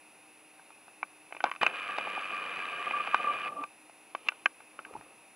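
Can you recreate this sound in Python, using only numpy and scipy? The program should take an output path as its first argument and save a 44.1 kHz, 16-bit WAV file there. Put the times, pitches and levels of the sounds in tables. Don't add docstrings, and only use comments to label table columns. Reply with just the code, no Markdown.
import sys
import numpy as np
from scipy.fft import rfft, irfft, next_fast_len
from scipy.io import wavfile
from scipy.ndimage import map_coordinates

SR = 44100
rng = np.random.default_rng(int(sys.argv[2]) if len(sys.argv) > 2 else 0)


def transcribe(signal):
    frames = np.atleast_2d(signal).T
    limited = np.clip(frames, -1, 1)
    pcm = np.round(limited * 32767).astype(np.int16)
    wavfile.write(sys.argv[1], SR, pcm)


N = 236351
TIME = np.arange(N) / SR


def amp(db):
    return 10 ** (np.asarray(db) / 20)


def unit(x):
    return x / np.sqrt(np.mean(x ** 2) + 1e-20)


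def sine(turns):
    return np.sin(2 * np.pi * turns)


def curves(rows):
    s, *columns = np.transpose(rows)
    return [np.interp(TIME, s, column) for column in columns]


def wobble(rate):
    knots = rng.standard_normal(int(N * rate / SR) + 4)
    return map_coordinates(knots, [np.arange(N) * rate / SR])


def filtered(x, response):
    m = next_fast_len(N + SR // 2)
    spectrum = rfft(x, m) * response(np.fft.rfftfreq(m, 1 / SR))
    return irfft(spectrum, m)[..., :N]


def colour(points):
    f, db = np.transpose(points)
    return lambda hz: amp(np.interp(np.log(hz + 1), np.log(f + 1), db))


def resonance(f, hz, width_hz):
    return 1j * f * width_hz / (hz * hz - f * f + 1j * f * width_hz)


def lift(f, peaks):
    return 1 + sum((amp(db) - 1) * abs(resonance(f, hz, w)) ** 2 for hz, w, db in peaks)


def noise(response):
    return unit(filtered(rng.standard_normal(N), response))


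# f/Hz, relative level/dB
HISS_COLOUR = [(25, -40), (100, -15), (250, -4.5), (500, -3.5), (800, -1.5), (1300, -6), (1750, -8),
               (2200, -4.5), (2800, -5.5), (3050, -15), (6000, -17.5), (9500, -19), (12000, -19.5),
               (15400, -23)]
# f/Hz, width/Hz, level/dB
HISS_RESONANCES = [(2568, 163, 9.5), (3630, 380, 4)]
# f/Hz, level/dB rms
HUM_TONES = [(308, -71), (772, -75.5), (928, -77.5)]
# f/Hz, level/dB rms
WHISTLE_TONES = [(9778.7, -64)]
HISS_DB = -59


def background():
    hiss = amp(HISS_DB) * noise(lambda f: colour(HISS_COLOUR)(f) * lift(f, HISS_RESONANCES))
    hum = 0
    for hz, db in HUM_TONES:
        level = amp(db + 3.1 * wobble(18)) * np.sqrt(2)
        hum = hum + level * sine(hz * TIME + 0.11 * wobble(14))
    whistle = sum(amp(db) * np.sqrt(2) * sine(hz * TIME) for hz, db in WHISTLE_TONES)
    return hiss + hum + whistle


PULL = .6


def ring(modes, t, rise, favoured_hz):
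    struck = 0
    for hz, db, t60 in modes:
        near = np.exp(-(np.log(hz / favoured_hz) / 0.1) ** 2)
        favour_db = 8 * near
        hz = hz * (favoured_hz / hz) ** (PULL * near)
        size, pitch, phase = amp(rng.normal(0, 1.5)), rng.normal(1, .012), rng.normal(0, .25)
        longer_t60 = t60 * amp(0.22 * favour_db)
        decay = amp(db + favour_db - 60 * (t / longer_t60) ** 0.79)
        struck = struck + size * decay * sine(hz * pitch * t + phase)
    struck = struck * (1 - np.exp(-(t / rise) ** 2))
    return struck / np.sqrt(np.mean(struck[t < .008] ** 2))


# t/s, level/dB of the upper modes (peak),
# of the middle modes, low modes and bright crack (rms over 8 ms), favoured f/Hz
CASING_CLICKS = [(0.593, -65, -55, -57, -78, 910), (0.7029, -52, -57, -55, -74, 910),
                 (0.8794, -64, -55, -53, -74, 960), (1.028, -23, -32, -38, -63, 2350),
                 (1.3068, -60, -61, -53, -80, 744), (1.3226, -32, -46, -41.5, -70, 725),
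                 (1.403, -30.5, -36, -42, -67, 1540), (1.439, -22, -27, -20.5, -38, 780),
                 (1.4934, -38, -42, -54, -62, 1040), (1.513, -25.5, -33, -45, -56.5, 1090),
                 (1.5595, -35, -47.5, -53, -61, 2600), (1.6118, -36, -37, -47, -71, 2550),
                 (1.6297, -18, -23.5, -23.5, -40.5, 1070), (1.6633, -12, -24.5, -31, -47.5, 2530),
                 (1.9828, -25.5, -32, -30, -46, 785), (2.0705, -40, -42, -34, -70, 767),
                 (2.175, -49, -44, -34, -64, 830), (2.9073, -23, -38, -37, -62, 2420),
                 (3.0722, -25, -35.5, -35.5, -57, 1170), (3.1428, -21, -19, -28.5, -50.5, 1195),
                 (3.6366, -29.5, -43.5, -45.5, -58, 2510), (3.895, -52, -64, -51.5, -80, 734),
                 (4.148, -30.5, -32.5, -35.5, -55.5, 1085), (4.2846, -12, -30, -38.5, -38, 2730),
                 (4.318, -41, -45.5, -50, -80, 1420), (4.4566, -12, -20.5, -30.5, -45.5, 1662),
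                 (4.603, -45, -54, -52, -72, 910), (4.789, -36, -39, -46, -70, 1380),
                 (4.8479, -38, -44.5, -63, -75, 1610), (4.936, -47.5, -57, -56, -68, 1320),
                 (4.963, -66, -63, -41.5, -77, 890), (5.0091, -46.5, -55, -51, -84, 1850)]
# f/Hz, relative level/dB, t60/s
LOW_CASING = [(225, -7, 0.05), (337, 4.5, 0.029), (531, -18, 0.18), (678, 14.5, 0.017), (848, 14.5, 0.019)]
MIDDLE_CASING = [(1049, 10, 0.012), (1192, 2.7, 0.032), (1320, 1.7, 0.023), (1502, 0.85, 0.032),
                 (1565, 1, 0.027)]
UPPER_CASING = [(1887, -10.5, 0.02), (2129, -1.5, 0.014), (2357, -4, 0.022), (2618, -0.5, 0.014),
                (2977, -10, 0.019)]
CRACK_CASING = [(3576, 5.5, 0.02), (3950, 9, 0.011), (4550, 7, 0.01), (5170, 3.5, 0.013),
                (6380, 3.5, 0.0086), (8140, 6, 0.004)]
LOW_CUT_HZ = 200


def clicks():
    out, t = np.zeros(N + SR), np.arange(SR // 10) / SR
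    for s, upper_db, middle_db, low_db, crack_db, hz in CASING_CLICKS + slips():
        upper = ring(UPPER_CASING, t, 0.0014, hz)
        click = amp(upper_db) * upper / np.abs(upper).max()
        click += amp(low_db) * ring(LOW_CASING, t, 0.00066, hz)
        click += amp(middle_db) * ring(MIDDLE_CASING, t, 0.0014, hz)
        click += amp(crack_db) * ring(CRACK_CASING, t, 0.00073, hz)
        out[round((s + .001) * SR):][:len(t)] += click
    return filtered(out[:N], lambda f: (1j * f / (1j * f + LOW_CUT_HZ)) ** 3)


# loudest t/s, rise/s, fall/s, dull slide level/dB, bright scrape level/dB
FINGER_STROKES = [(1.41, .3, 0.11, -67, -64), (1.45, 0.041, 0.06, -46.5, -49), (4.26, 0.16, 0.23, -56, -55),
                  (4.929, 0.31, 0.36, -54.5, -83)]
# f/Hz, relative level/dB
SLIDE_COLOUR = [(40, -23), (300, 9), (900, 8), (1300, 10), (1800, -31), (4000, -61)]
STROKE_SPAN_DB = 20


def fingers():
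    slide_gain = scrape_gain = 0
    for s, rise, fall, slide_db, scrape_db in FINGER_STROKES:
        shape_db = -STROKE_SPAN_DB * np.maximum((s - TIME) / rise, (TIME - s) / fall)
        slide_gain = slide_gain + amp(slide_db + shape_db)
        scrape_gain = scrape_gain + amp(scrape_db + shape_db)
    jerks = amp(3 * wobble(76))
    slide = unit(jerks * noise(colour(SLIDE_COLOUR)))
    scrape = unit(jerks * noise(lambda f: resonance(f, 2570, 900) ** 2))
    return slide_gain * slide + scrape_gain * scrape


# t/s, number of slips, gap/s,
# upper level/dB, middle level/dB, low level/dB, loss/dB per slip, favoured f/Hz
CREAK_ROWS = [(1.3472, 2, 0.017, -37.5, -50.5, -47.5, -1.5, 2470),
              (1.4524, 6, .0068, -34.5, -35.5, -42, 1.5, 1030),
              (1.523, 3, .0126, -38.5, -46.5, -56, 1, 1100), (1.6978, 5, 0.012, -38, -50, -74, 2, 2550)]
SLIP_CRACK_DB = -29


def slips():
    rows = []
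    for s, count, gap, upper_db, middle_db, low_db, loss_db, hz in CREAK_ROWS:
        for k in range(round(count)):
            uneven = k > 0
            late = (k + uneven * rng.normal(0, .04)) * gap
            db = -loss_db * k + uneven * rng.normal(0, 1.5)
            crack_db = upper_db + db + SLIP_CRACK_DB
            rows.append((s + late, upper_db + db, middle_db + db, low_db + db, crack_db, hz))
    return rows


# t/s, level/dB
SINGING_LEVEL = [(1.7, -91), (1.9, -44.5), (2.3, -51), (2.8, -45), (3.15, -50.5), (3.3, -32.5),
                 (3.42, -46.5), (3.48, -37.5), (3.55, -50.5), (3.6, -40.5)]
START_S, STOP_S, REST_S = 1.61, 3.487, 3.638
JOLT_DB, JOLT_FADE_DB_PER_S = -26.5, 185
RUN_DB, COAST_DB = -38.5, -56.5
SPIN_UP_S, SPUN_UP_S = 1.725, 1.75
EDGE_S, REST_FADE_DB_PER_S = 0.005, 600
RUB_DB, RUB_FOLLOWS = -46, 0.24
RUB_JOLT_DB = -10


def motor():
    ramp = lambda s, length: np.clip((TIME - s) / length, 0, 1)
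    moving = ramp(START_S, EDGE_S) * amp(-REST_FADE_DB_PER_S * np.maximum(TIME - REST_S, 0))
    jolt = amp(JOLT_DB - JOLT_FADE_DB_PER_S * np.maximum(TIME - START_S, 0))
    run_db = RUN_DB + (COAST_DB - RUN_DB) * ramp(STOP_S, EDGE_S)
    run = amp(run_db) * ramp(SPIN_UP_S, SPUN_UP_S - SPIN_UP_S)
    sing_db, = curves(SINGING_LEVEL)
    rub = amp(RUB_DB + RUB_FOLLOWS * (sing_db - sing_db.max())) + amp(RUB_JOLT_DB) * jolt
    return moving * (jolt + run), moving * amp(sing_db), moving * rub


# f/Hz, width/Hz, level/dB
GEAR_RESONANCES = [(1196, 154, -5), (1643, 58, -5.5), (1784, 33, -12), (2405, 109, -2), (2553, 126, -8.5),
                   (2898, 118, -8), (3800, 106, -30.5), (4630, 59, -26)]


def barrel(f):
    response = 0
    for k, (hz, width, db) in enumerate(GEAR_RESONANCES):
        response = response + (-1) ** k * amp(db) * resonance(f, hz, width) * resonance(f, hz, 6 * width)
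    return response


# t/s, beats per second
BEAT_RATE = [(2.3, 98.5), (2.45, 93), (3.25, 93.5), (3.45, 98)]
# f/Hz, relative level/dB
GRIND_COLOUR = [(60, -39), (900, -18.5), (2000, -3.5), (3000, -10), (3400, -15.5), (5500, -32.5),
                (9000, -32), (15000, -73)]
# f/Hz, level/dB relative to the gear noise, depth of its pulsing with the beats (0-1)
GEAR_WHINE = (2420, -14, .7)
# f/Hz, relative level/dB
RUB_COLOUR = [(40, -41), (200, -13.5), (420, -11.5), (900, -11), (1050, -25), (1500, -45.5)]
# f/Hz, width/Hz, level/dB
BARREL_HOLLOWS = [(512, 87, 7.5), (710, 125, 8)]
RUB_THROB_DB = -25.5


def zoom_drive():
    gear_gain, sing_gain, rub_gain = motor()
    turns = np.cumsum(curves(BEAT_RATE)[0] * (1 + .025 * wobble(30))) / SR
    beat = .5 + np.exp(-3 * (turns % 1)) * amp(1.5 * wobble(90))
    rattle = beat * rng.standard_normal(N)
    knocks = np.diff(np.floor(turns), prepend=0) * amp(1.5 * wobble(90))
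    teeth = unit(rattle) + amp(-7) * unit(knocks)
    chatter = (1 + .55 * sine(turns * 2 / 3)) * amp(2.5 * wobble(250))
    grind = unit(chatter * filtered(rattle, colour(GRIND_COLOUR)))
    gears = unit(unit(filtered(teeth, barrel)) + amp(-9.0) * grind)
    whine_hz, whine_db, depth = GEAR_WHINE
    whine = sine(np.cumsum(whine_hz * (1 + .012 * wobble(25))) / SR)
    pulsing = 1 + depth * np.cos(2 * np.pi * turns)
    gears = unit(gears + amp(whine_db) * unit(whine * pulsing))
    rub_noise = noise(lambda f: colour(RUB_COLOUR)(f) * lift(f, BARREL_HOLLOWS))
    rubbing = unit(amp(2 * wobble(50)) * rub_noise)
    rub_gain = rub_gain + amp(RUB_THROB_DB) * throbs()
    return gear_gain * gears + singing(sing_gain, turns) + rub_gain * rubbing


SING_HZ, SING_WIDTH_HZ = 1179, 24


def singing(level, turns):
    tone = sine(np.cumsum(SING_HZ * (1 + 0.00589 * wobble(40))) / SR)
    rough = noise(lambda f: resonance(f, SING_HZ, SING_WIDTH_HZ) * resonance(f, SING_HZ, 300))
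    steady = unit(amp(6.7 * wobble(29.8)) * tone) + amp(2) * rough
    flutter = 1 + .4 * sine(turns / 3)
    return level * unit(steady * flutter) + throbs() * tone


# start t/s, peak level/dB
SINGING_THROBS = [(2.328, -31.5), (2.62, -34.5), (2.865, -27.5), (2.933, -24), (2.963, -28), (2.996, -25.5),
                  (3.075, -29), (3.128, -27.5), (3.193, -27), (3.239, -26), (3.267, -24.5), (3.292, -29.5),
                  (3.461, -31), (3.516, -43), (3.563, -33.5), (3.628, -31.5)]
REST_DAMP_DB = -12


def throbs(rise=0.0086, t60=0.075):
    swells, t = np.zeros(N + SR), np.arange(SR // 4) / SR
    swell = np.sin(np.pi / 2 * np.clip(t / rise, 0, 1)) ** 2
    shape = swell * amp(-60 * np.maximum(t - rise, 0) / t60)
    for s, db in SINGING_THROBS:
        swells[round(s * SR):][:len(t)] += amp(db) * shape
    return amp(REST_DAMP_DB * (TIME > REST_S)) * swells[:N]


# middle t/s, half length/s, f/Hz, peak level/dB
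SOFT_GROANS = [(3.194, 0.0043, 760, -34.5), (3.607, 0.018, 285, -42.5), (4.912, 0.003, 450, -43),
               (4.954, 0.0025, 340, -40), (4.956, 0.0038, 885, -32)]


def groan():
    unsteady = amp(4 * wobble(150))
    tones = 0
    for s, half, hz, db in SOFT_GROANS:
        tones = tones + amp(db) * np.exp(-((TIME - s) / half) ** 2) * sine(hz * TIME)
    return unsteady * tones


# middle t/s, half length/s, f/Hz, level/dB before its lumps
GRIP_BUMP = (4.97, .07, 110, -62)


def bump():
    s, half, hz, db = GRIP_BUMP
    rumble = noise(lambda f: resonance(f, hz, 1.9 * hz))
    swell = np.exp(-((TIME - s) / half) ** 2)
    return amp(db + 4.6 * wobble(27)) * swell * rumble


def scene():
    mono = background() + clicks() + fingers() + zoom_drive() + groan() + bump()
    return np.array([np.roll(mono, 1), mono])


CEILING = .36
NOTCH_HZ, NOTCH_WIDTH_HZ, TOP_HZ = 6992, 90, 15650


def record(dry):
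    clipped = dry / (1 + np.abs(dry / CEILING) ** 6) ** (1 / 6)
    return filtered(clipped, lambda f: (1 - resonance(f, NOTCH_HZ, NOTCH_WIDTH_HZ)) * (f < TOP_HZ))


dry = scene()
out = record(dry)
transcribe(out)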